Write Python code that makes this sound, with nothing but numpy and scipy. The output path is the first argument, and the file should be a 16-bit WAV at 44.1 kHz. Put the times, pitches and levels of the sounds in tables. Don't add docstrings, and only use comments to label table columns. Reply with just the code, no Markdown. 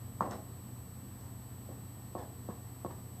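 import sys
import numpy as np
from scipy import signal
from scipy.fft import rfft, irfft
from scipy.io import wavfile
from scipy.ndimage import uniform_filter1d

SR = 44100
rng = np.random.default_rng(int(sys.argv[2]) if len(sys.argv) > 2 else 0)


def generate_wav(sig):
    pcm = np.round(np.clip(np.atleast_2d(sig).T, -1, 1) * 32767).astype(np.int16)
    wavfile.write(sys.argv[1], SR, pcm)


N = 141120


def amp(db):
    return 10 ** (np.asarray(db) / 20)


def unit(x):
    return x / np.sqrt(np.mean(x ** 2) + 1e-20)


def curve_at(points, hz):
    f, value = np.transpose(points)
    return np.interp(np.log(hz + 1), np.log(f), value)


def add(mix, start_s, sound):
    part = mix[max(round(start_s * SR), 0):][:len(sound)]
    part += sound[:len(part)]


def colour(x, spectrum, size=4096):
    log_gain = np.log(amp(curve_at(spectrum, abs(np.fft.fftfreq(size, 1 / SR)))))
    taps = np.fft.ifft(np.exp(np.conj(signal.hilbert(log_gain)))).real
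    return signal.fftconvolve(x, taps[:size // 2])[:len(x)]


def drift(bandwidth_hz):
    hz = np.fft.rfftfreq(N, 1 / SR)
    return unit(irfft(rfft(rng.standard_normal(N)) * np.exp(-(hz / bandwidth_hz) ** 2), N))


# frequency in Hz, relative spectral density in dB.
AIR_SPECTRUM = [(20, -49), (35, -9), (50, 2), (65, 16), (110, -2.5), (160, 1), (230, -0.5), (320, -7.5),
                (450, -12.5), (600, -15.5), (740, -12.5), (900, -16), (1080, -15.5), (1250, -18),
                (1450, -23.5), (1900, -24), (2200, -28), (4000, -30), (7000, -34.5), (9500, -35),
                (11500, -32.5), (14000, -39), (15600, -40)]
# frequency in Hz, rms level in dB.
HUM_TONES = [(90, -55), (99.3, -60.5), (120, -51), (200.3, -65), (252, -65.5), (290, -70), (467, -76)]


def ventilation(air_db=-51, patch_db=-0.5, size=1024):
    hz, _, noise = signal.stft(rng.standard_normal(N), SR, nperseg=size)
    patches = uniform_filter1d(rng.standard_normal(noise.shape), size=8, axis=0)
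    patches = unit(uniform_filter1d(patches, size=12, axis=1))
    depth_db = patch_db / (1 + (hz / 2000) ** 2)
    gain = amp(curve_at(AIR_SPECTRUM, hz)[:, None] + depth_db[:, None] * patches)
    air = signal.istft(noise * gain, SR, nperseg=size)[1][:N]
    hum, t = np.zeros(N), np.arange(N) / SR
    for tone_hz, db in HUM_TONES:
        waver = 1 + 0.03 * drift(5.3)
        phase_rad = 2 * np.pi * (tone_hz * t + rng.random()) + 0.12 * drift(0.67)
        hum += amp(db) * waver * np.sin(phase_rad)
    return amp(air_db) * unit(air) + np.sqrt(2) * hum


# frequency in Hz, relative gain in dB.
WHISTLE_SPECTRUM = [(9000, -21), (10500, 1.5), (11500, -2.5), (12300, 1), (13200, -6), (14000, 5),
                    (16000, -30)]


def electronic_whistle(hz=12285.3, rms_db=-63.5, stutter_hz=59.6, duty=0.37, swing_hz=327, hold=24):
    t = np.arange(N) / SR
    cycle = (t - 0.003) * stutter_hz % 1
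    swing = np.sign(np.sin(2 * np.pi * swing_hz * cycle / stutter_hz))
    jitter = np.repeat(rng.standard_normal(N // hold + 1), hold)[:N]
    jump_turns = (0.13 * swing + 0.2 * jitter) * (cycle < duty)
    slip = np.minimum(cycle / duty, 1) - cycle
    turns = hz * t + 0.43 * slip + jump_turns + 0.054 * drift(30)
    envelope = (1 - 0.22 * np.sin(np.pi * cycle)) * (1 + 0.04 * drift(57))
    return amp(rms_db) * unit(colour(envelope * np.sin(2 * np.pi * turns), WHISTLE_SPECTRUM))


# frequency in Hz, rms level in dB.
BUZZ_TONES = [(1846, -80.5), (2729, -87), (2977, -84.5), (3225, -84.5), (3720, -89), (3967, -86.5),
              (4215, -89), (4463, -81), (4710, -88), (4947, -88), (5453, -89), (5701, -87), (5949, -84.5),
              (6444, -90)]
TOP_TONES = [(11053, -85.5), (11689, -97), (15250, -84)]


def electronic_whine(whine_hz=8000, whine_db=-59.5, dropout_hz=30, dropout_s=0.00092, first_s=0.0114):
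    t = np.arange(N) / SR
    from_dropout_s = (((t - first_s) * dropout_hz + 0.5) % 1 - 0.5) / dropout_hz
    gate = 1 - np.exp(-(from_dropout_s / dropout_s) ** 2)
    whine = amp(whine_db) * gate * np.sin(2 * np.pi * whine_hz * t)
    buzz = sum(amp(db) * np.sin(2 * np.pi * (hz * t + rng.random()))
               for hz, db in [*BUZZ_TONES, *TOP_TONES])
    return np.sqrt(2) * (whine + buzz)


# frequency in Hz, T60 in seconds.
GYM_T60 = [(100, 0.24), (300, 0.56), (500, 0.51), (1000, 0.31), (2000, 0.16), (8000, 0.32)]
# frequency in Hz, gain in dB.
GYM_SPECTRUM = [(80, -3), (200, -5), (300, -0.5), (400, -6.5), (520, -1.5), (620, -1), (760, 4),
                (900, -3.5), (1100, 1), (1400, -5), (1900, 1.5), (8000, -8)]


def gym_reverb(x, build_s=0.01, spacing=22, size=256):
    reflections = np.zeros(SR)
    slots = np.arange(0, SR - spacing, spacing)
    reflections[slots + rng.integers(0, spacing, len(slots))] = rng.choice([-1, 1], len(slots))
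    hz, t, bands = signal.stft(reflections, SR, nperseg=size)
    decay = 1000 ** (-t / curve_at(GYM_T60, hz)[:, None])
    build = 1 - np.exp(-(t / build_s) ** 2)
    tail = signal.istft(bands * decay * build, SR, nperseg=size)[1]
    return signal.fftconvolve(x, colour(tail / np.linalg.norm(tail), GYM_SPECTRUM))[:N]


# start in seconds, decay time constant in seconds, level in dB.
SHOE_SCUFFS = [(.21, 0.015, -66), (0.311, .018, -54.5), (2.178, 0.053, -61.5), (2.5, 0.022, -67),
               (2.907, 0.025, -67)]
# frequency in Hz, relative gain in dB.
SCUFF_SPECTRUM = [(300, -47), (1700, 13.5), (2400, -5), (3600, 0.5), (5000, 0.5), (6500, -4), (9000, -11),
                  (12000, -20), (16000, -30)]


def shoe_scuffs(rise_s=0.0027, room_db=2.5):
    envelope, t = np.zeros(N), np.arange(SR // 2) / SR
    for start_s, decay_s, db in SHOE_SCUFFS:
        add(envelope, start_s, amp(db) * np.minimum(t / rise_s, 1) * np.exp(-t / decay_s))
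    grit = rng.standard_normal(N) * np.exp(0.4 * drift(400))
    direct = envelope * unit(colour(grit, SCUFF_SPECTRUM))
    return direct + amp(room_db) * gym_reverb(direct)


# start in seconds, level in dB.
SHOE_TICKS = [(0.2093, -56.5), (0.3104, -45.5), (1.21, -59)]
# frequency in Hz, relative gain in dB.
TICK_SPECTRUM = [(500, -7), (2000, -10), (3500, -2), (6500, -0.5), (9500, -6), (12000, -21), (16000, -17)]


def shoe_ticks(decay_s=0.0033, room_db=4):
    envelope, t = np.zeros(N), np.arange(SR // 10) / SR
    for start_s, db in SHOE_TICKS:
        add(envelope, start_s, amp(db) * np.exp(-t / decay_s))
    direct = envelope * unit(colour(rng.standard_normal(N), TICK_SPECTRUM))
    return direct + amp(room_db) * gym_reverb(direct)


# start in seconds, length in seconds, level in dB.
SOLE_ROLLS = [(0.204, 0.039, -41), (0.233, 0.058, -45), (0.295, .07, -42), (1.196, 0.13, -60),
              (2.172, 0.076, -49), (2.489, 0.039, -51), (2.86, 0.0088, -43.5), (2.896, 0.04, -47)]
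# frequency in Hz, relative gain in dB.
ROLL_SPECTRUM = [(60, -11.5), (180, 2.5), (350, 4), (520, -6), (750, -3.5), (1080, -1.5), (1450, -14),
                 (1800, -15), (2300, -26), (16000, -46)]


def sole_rolls(room_db=-1.5):
    envelope = np.zeros(N)
    for start_s, length_s, db in SOLE_ROLLS:
        progress = np.arange(0, 1, 1 / (length_s * SR))
        add(envelope, start_s, amp(db) * np.sin(np.pi * progress ** 0.79))
    grain = rng.standard_normal(N) * np.exp(0.35 * drift(600))
    direct = envelope * unit(colour(grain, ROLL_SPECTRUM))
    return direct + amp(room_db) * gym_reverb(direct)


def thump(hz, swell_s):
    t = np.arange(SR // 10) / SR
    envelope = (t / swell_s * np.exp(1 - t / swell_s)) ** 2
    return -envelope * np.sin(2 * np.pi * hz * t)


# frequency in Hz, relative level in dB, T60 in seconds.
FLOOR_RING = [(357.6, -0.5, 0.086), (723, -8, 0.094), (1089, -2.5, 0.14)]
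# delay in seconds, level in dB relative to the slap.
SLAP_ECHOES = [(.0056, -15), (.0142, -9), (.0172, -13)]
# frequency in Hz, gain in dB.
SOLE_SPECTRUM = [(60, -14.5), (150, -7.5), (300, 4), (520, 6.5), (720, -0.5), (1100, 0), (1300, -1),
                 (1500, -7), (1900, -3), (2300, -19), (5000, -22), (16000, -41)]
# start in seconds, slap level in dB, slap pitch in Hz,
# slap swell in seconds, push level in dB, ring level in dB, room send in dB; all before colouring.
FOOT_LANDINGS = [(0.2073, -15.5, 1032, 0.001, -28, -44.5, -16), (1.6899, -41.5, 537, .0010, -49, -56, -40),
                 (2.1518, -28, 716, 0.00078, -36, -40.5, -28.5),
                 (2.488, -32.5, 620, 0.00077, -30.5, -49, -40),
                 (2.8477, -28, 740, 0.00069, -33, -39.5, -34.5)]


def landings(push_hz=182, push_swell_s=0.007, push_lag_s=0.00082, push_room_db=-7):
    out, t = np.zeros(N), np.arange(SR // 5) / SR
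    ring = sum(amp(db) * 1000 ** (-t / t60_s) * np.sin(2 * np.pi * hz * t)
               for hz, db, t60_s in FLOOR_RING)
    for start_s, slap_db, slap_hz, swell_s, push_db, ring_db, room_db in FOOT_LANDINGS:
        slap = amp(slap_db) * thump(slap_hz, swell_s)
        push = amp(push_db) * thump(push_hz, push_swell_s)
        add(out, start_s, slap)
        add(out, start_s, -amp(ring_db) * ring)
        add(out, start_s + push_lag_s, push)
        for delay_s, echo_db in SLAP_ECHOES:
            add(out, start_s + delay_s, amp(echo_db) * slap)
        send = np.zeros(N)
        add(send, start_s, amp(room_db) * thump(slap_hz, swell_s=0.00046))
        add(send, start_s + push_lag_s, amp(push_room_db) * push)
        out += gym_reverb(send)
    return colour(out, SOLE_SPECTRUM)


def scene(right_lag_s=11.5e-6):
    feet = landings() + sole_rolls() + shoe_ticks() + shoe_scuffs()
    background = ventilation() + electronic_whistle() + electronic_whine()
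    mono = feet + background
    delay = np.exp(-2j * np.pi * np.fft.rfftfreq(N, 1 / SR) * right_lag_s)
    return np.array([mono, irfft(rfft(mono) * delay, N)])


def record(dry, low_cut_hz=53, high_cut_hz=15720):
    highpass = signal.butter(3, low_cut_hz, "high", fs=SR, output="sos")
    lowpass = signal.firwin(1023, high_cut_hz, window=("kaiser", 9), fs=SR)
    return signal.oaconvolve(signal.sosfilt(highpass, dry), lowpass[None], "same")


dry = scene()
out = record(dry)
generate_wav(out)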